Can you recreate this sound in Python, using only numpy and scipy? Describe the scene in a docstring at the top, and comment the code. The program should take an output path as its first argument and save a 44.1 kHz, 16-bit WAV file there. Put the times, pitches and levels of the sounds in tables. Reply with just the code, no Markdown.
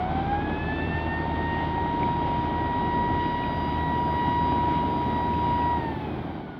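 """A three-deck passenger ferry far out on a wide river, the microphone on the bank.
From the start its six-cylinder diesel drones and clatters over a generator's hum, the hull's wash
and a few knocks, while its horn, a motor-driven siren, spins up. The overtones sweep through the
horn's resonances and beat with an echo. The siren holds near 960 Hz, then coasts down from 5.74 s
as the whole sound fades."""
import sys
import numpy as np
from scipy import signal
from scipy.fft import rfft, irfft, next_fast_len
from scipy.io import wavfile
from scipy.ndimage import uniform_filter1d

SR = 44100
rng = np.random.default_rng(int(sys.argv[2]) if len(sys.argv) > 2 else 0)


def output_pcm(signal):
    """Save a mono or channel-first signal as 16-bit PCM at the path in sys.argv[1].

    Samples are clipped to [-1, 1] before scaling.
    """
    pcm = np.clip(np.atleast_2d(signal).T, -1, 1) * 32767
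    wavfile.write(sys.argv[1], SR, np.round(pcm).astype(np.int16))


N = 290619
TIME = np.arange(N) / SR


def siren(shimmer_db=.48, flutter_db=9, wobble=.0003, fading=.31, echo_share=.44, echo_dulling=.38):
    """A rotor chops air into a tone; the motor spins it up, air drag slows it once the power is off."""
    # The pitch the motor pulls towards. Each row: time in seconds, pitch in Hz.
    full_speed = [(0, 961), (2.3, 961), (3.8, 963), (4.9, 960)]
    # The fundamental as it arrives over the water. Each row: time in seconds, level in dB.
    fundamental = [(0, -33.5), (.33, -27), (.6, -40.5), (.95, -40), (1.2, -33), (2.08, -26), (2.64, -29),
                   (3.05, -25.5), (3.5, -29.5), (4.5, -22), (5.06, -28), (5.72, -22.5), (5.82, -31.5),
                   (6.03, -36), (6.2, -50), (6.58, -47)]
    # The octave as it arrives over the water. Each row: time in seconds, gain in dB.
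    octave = [(1.75, 4), (2.1, -4.5), (2.9, 4), (4.4, 3), (4.9, -3.5), (5.7, 1), (6.1, -11.5), (6.55, 10)]
    # The treble, from the third partial up. Each row: time in seconds, gain in dB.
    treble = [(1, -2), (1.5, -4), (2.6, -4), (3.4, 2), (4.3, 2), (5, 0.5), (5.8, -1.5), (6, -9), (6.5, -4)]
    start_shortfall, spin_up_s, switch_off_s, drag_per_s = .246, .72, 5.74, .41
    echo_lag_s, lag_shrink_s_per_s = .04947, .0011
    rolloff_db, turn_db_per_s, turn_mid_s = -4.5, .9, 4.4
    spin_up = 1 - start_shortfall * np.exp(-TIME / spin_up_s)
    coast = 1 / (1 + drag_per_s * np.maximum(TIME - switch_off_s, 0))
    speed = spin_up * coast
    hz = curve(full_speed) * speed
    turns = np.cumsum(hz * (1 + wobble * walk(14))) / SR
    # an echo off a moored hull: its lag shrinks as the ferry moves, so it beats with the direct sound
    echo_turns = turns - hz * (echo_lag_s - lag_shrink_s_per_s * TIME)
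    # while the pitch glides, echoes make the fundamental flutter
    glide = uniform_filter1d(np.abs(np.gradient(speed)) * SR, size=4000)
    out = tone(turns, curve(fundamental) + (shimmer_db + flutter_db * glide) * walk(22))
    for k in range(2, 8):
        db = horn_db(k * hz) + curve(octave if k == 2 else treble)
        if k > 4:
            db += rolloff_db * (k - 4)  # the rotor's rounded puffs weaken the top partials
            db += turn_db_per_s * (TIME - turn_mid_s)  # they brighten as the ferry turns
        # moving air scatters the short waves in phase and level
        scatter_turns = fading * walk(8.2) / (2 * np.pi)
        direct = tone(k * turns + scatter_turns, db) * (1 + fading * walk(11))
        # the echo is strongest in the octave and duller above it
        echo = echo_share * echo_dulling ** np.log2(k - 1) * tone(k * echo_turns, db)
        out += direct + echo
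    return banks(out, t60=1.6, wet_db=-22.5)


def horn_db(hz):
    """The horn's resonances lift an overtone as it glides through them; gives its level in dB."""
    # Each row: centre in Hz, width in Hz, peak level in dB.
    resonances = [(1400, 120, -49), (1784, 290, -40.5), (2220, 210, -49.5), (2620, 296, -42.5),
                  (3470, 240, -51), (3815, 180, -54.5), (4560, 710, -55), (5710, 260, -69),
                  (6720, 300, -74.5)]
    power = sum((undb(db) / (1 + (2 * (hz - centre) / width) ** 2)) ** 2
                for centre, width, db in resonances)
    return 10 * np.log10(power)


def diesel(firing_hz=79.03, uneven_db=2.0, scatter_db=4.0, slop_s=.00039, puff_turns=.28):
    """Six unequal cylinders fire into the exhaust; each firing shakes a clatter from the engine room."""
    # The engine as the ferry turns away. Each row: time in seconds, drone gain in dB, rumble in dB.
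    engine = [(0, 1, -31), (1.3, 4, -33.5), (2.1, 0, -31), (3.1, -0.5, -29.5), (3.8, 1, -32),
              (4.7, 1.5, -28.5), (5.5, -0.5, -31.5), (6.5, -2, -29)]
    # Clean exhaust tones. Each row: multiple of the firing rate, level in dB.
    exhaust_tones = [(1, -37), (2, -39)]
    # Colours of the exhaust pipe, engine room and hull. Each row: frequency in Hz, relative level in dB.
    exhaust_colour = [(30, -48), (60, -9.5), (100, 2.5), (160, -4.5), (230, -1), (305, 2), (370, -4.5),
                      (470, -9), (600, -17), (1200, -53.5), (6000, -81)]
    clatter_colour = [(300, -15), (520, -8), (660, -0.5), (790, 1), (950, -3.5), (1100, -11), (1500, -14),
                      (2500, -40), (5000, -58), (8000, -88.5)]
    rumble_colour = [(20, -35), (34, -29), (44, -14.5), (56, -3.5), (67, -9), (80, 0), (140, 1),
                     (200, -0.5), (330, 0), (400, -5.5), (500, -17), (800, -23), (2000, -78), (8000, -88.5)]
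    drone_db, rumble_db = (curve(np.array(engine)[:, [0, column]]) for column in (1, 2))
    turns = np.cumsum(firing_hz * (1 + .002 * walk(2))) / SR
    firings = np.flatnonzero(np.diff(np.floor(turns)))
    size_chance, time_chance = rng.uniform(-.98, 1, (len(firings), 2)).T * np.sqrt(3)
    # strong and weak cylinders repeat every cycle and fill in lines between the firing tones
    cylinders = np.array([.88, -.1, -.3, 1.3, -.14, -.71])
    size = undb(uneven_db * np.resize(cylinders, len(firings)) + scatter_db * size_chance)
    onsets = np.clip(firings + (slop_s * SR * time_chance).astype(int), 0, N - 1)
    # the even part of the firings is the drone; their unevenness thuds through the pipe
    drone = sum(tone(round(k) * turns, db + drone_db / k + walk(2.7)) for k, db in exhaust_tones)
    pulses = np.zeros(N)
    pulses[onsets] = size - size.mean()
    thuds = level(banks(colour(pulses, exhaust_colour), t60=.4, wet_db=3.5), -32.5)
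    stroke_db = 1.4 * cylinders[turns.astype(int) % len(cylinders)]
    puffs = .5 + np.exp(-(turns % 1) / puff_turns)
    shake = puffs * undb(stroke_db + .36 * walk(45) + .83 * walk(17))
    clatter = level(colour(shake * rng.standard_normal(N), clatter_colour), -35.0)
    rumble = noise(rumble_colour) * undb(rumble_db + .42 * walk(20))
    return drone + thuds + clatter + rumble


def generator(hum_hz=44.6):
    """A smaller engine hums below the main one."""
    # The hum recedes from the bank. Each row: time in seconds, level in dB.
    hum_level = [(0, -44.5), (2.5, -41.5), (4, -47.5), (6.5, -52)]
    turns = np.cumsum(hum_hz * (1 + .008 * walk(3))) / SR
    return tone(turns, curve(hum_level) + 1.4 * walk(3.4))


def wash(drops_per_s=700, spread_db=3, drops_db=-7, churn_db=-8):
    """Bow wave and wake: a rush of foam with a crowd of small splashes in it."""
    # Colours of the foam and the stern's churn. 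Each row: frequency in Hz, relative level in dB.
    foam_colour = [(500, -1), (1100, 4), (1400, -4), (2100, 3), (2600, -2.5), (2900, -6), (3080, 1.5),
                   (3250, -1.5), (3700, -4), (4200, -13), (4900, -18.5), (5300, -24), (6000, -28.5),
                   (7000, -43), (8000, -53.5), (15000, -61)]
    churn_colour = [(700, -24.5), (1200, -2), (1550, 2.5), (1900, -11), (2800, -20.5), (7000, -79)]
    # The wash as it reaches the bank. Each row: time in seconds, level in dB.
    wash_level = [(0, -43), (1.7, -41.5), (6.5, -42)]
    sizes = rng.choice([-1, 1], N) * undb(spread_db * np.minimum(rng.exponential(size=N), 4))
    drops = (rng.random(N) < drops_per_s / SR) * sizes
    # the churn gurgles below the foam in uneven surges
    churn = noise(churn_colour) * undb(churn_db + .84 * walk(12))
    water = noise(foam_colour) + undb(drops_db) * colour(drops, foam_colour) + churn
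    return level(water, 0) * undb(curve(wash_level) + .7 * walk(14))


def knocks(attack_s=.001):
    """Small knocks and ticks: damped rings, their attack rounded by distance, with a little echo."""
    # Each row: start in seconds, level in dB, ring in Hz, seconds to die away by 60 dB.
    strikes = [(0.329, -23, 1510, 0.016), (1.779, -16.5, 806, 0.034), (2.009, -29, 1090, .012),
               (2.031, -19.5, 2270, 0.019), (2.085, -22, 904, .012), (3.435, -29.5, 2460, 0.032),
               (5.335, -31, 2580, 0.026), (5.62, -30, 2570, 0.02), (5.883, -17.5, 865, 0.021),
               (6.187, -20, 840, 0.018), (6.264, -18, 820, 0.016)]
    out = np.zeros(N)
    for start, db, hz, t60 in strikes:
        age = np.maximum(TIME - start, 0)
        attack = 1 - np.exp(-(age / attack_s) ** 2)
        decay = undb(db - 60 * np.minimum(age / t60, 3))
        out += attack * decay * np.sin(2 * np.pi * hz * age)
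    return banks(out, t60=.25, wet_db=-7.0)


def hiss():
    """A faint high hiss that rises a little in the second half."""
    # Its colour. Each row: frequency in Hz, relative level in dB.
    hiss_colour = [(7000, -13), (8200, -8), (9100, 2.5), (11000, 1.5), (12500, 5), (15500, 1.5)]
    # Its swell. Each row: time in seconds, level in dB.
    hiss_level = [(0, -78.5), (3.2, -75.5), (3.4, -71.5), (4.2, -68), (4.45, -72.5), (4.8, -69.5),
                  (6, -69.5), (6.4, -74)]
    return noise(hiss_colour) * undb(curve(hiss_level))


def banks(x, t60, wet_db):
    """Add the diffuse echo from moored hulls and the river banks."""
    t = TIME[:2 * SR]
    build_up = 1 - np.exp(-t / .041)
    tail = rng.standard_normal(len(t)) * undb(-60 * t / t60) * build_up
    return x + undb(wet_db) * signal.fftconvolve(x, tail / np.sqrt(np.sum(tail ** 2)))[:N]


def undb(db):
    """Decibels to gain."""
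    return np.exp(np.log(10) * np.asarray(db) / 20)


def curve(rows):
    """Rows of seconds and value, joined by straight lines."""
    return np.interp(TIME, *np.transpose(rows))


def level(x, db):
    """Scale to an rms level."""
    return x * undb(db) / np.sqrt(np.mean(x ** 2))


def walk(rate):
    """Smooth chance with a spread near 1, changing about rate times a second."""
    hold = max(int(SR / rate), 2)
    steps = np.repeat(rng.standard_normal(N // hold + 2), hold)
    return 1.3 * uniform_filter1d(uniform_filter1d(steps, hold), hold)[:N]


def colour(x, points):
    """Causal filter through points of Hz and dB; output rms 1."""
    size = next_fast_len(N + SR // 4, real=True)
    hz, db = np.transpose(points)
    freqs = np.maximum(np.arange(size // 2 + 1) * SR / size, 1)
    gain = undb(np.interp(np.log(freqs), np.log(hz), db))
    # folding the cepstrum gives minimum phase
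    cepstrum = irfft(np.log(gain), size)
    cepstrum[1:size // 2] *= 2
    cepstrum[size // 2 + 1:] = 0
    return level(irfft(rfft(x, size) * np.exp(rfft(cepstrum)), size)[:N], 0)


def noise(points):
    """Coloured noise, rms 1."""
    return colour(rng.standard_normal(N), points)


def tone(turns, db):
    """A sine of the given rms level on a phase counted in turns."""
    return np.sqrt(2) * undb(db) * np.sin(2 * np.pi * (turns % 1))


def scene():
    """The distant ferry from one spot on the bank, in mono; all fades at the end."""
    # The closing fade. Each row: time in seconds, gain in dB.
    fade = [(5.6, -1.5), (6, -4.5), (6.25, -5.5), (6.59, -11.5)]
    mix = hiss() + siren() + diesel() + generator() + wash() + knocks()
    return (mix * undb(curve(fade)))[None]


def record(dry):
    """The recorder behind the microphone cuts the bass below 36 Hz and the top above 15.7 kHz."""
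    low_cut = signal.butter(8, 36, "highpass", fs=SR, output="sos")
    high_cut = signal.ellip(10, .1, 80, 15700, fs=SR, output="sos")
    return signal.sosfilt(high_cut, signal.sosfilt(low_cut, dry))


dry = scene()
out = record(dry)
output_pcm(out)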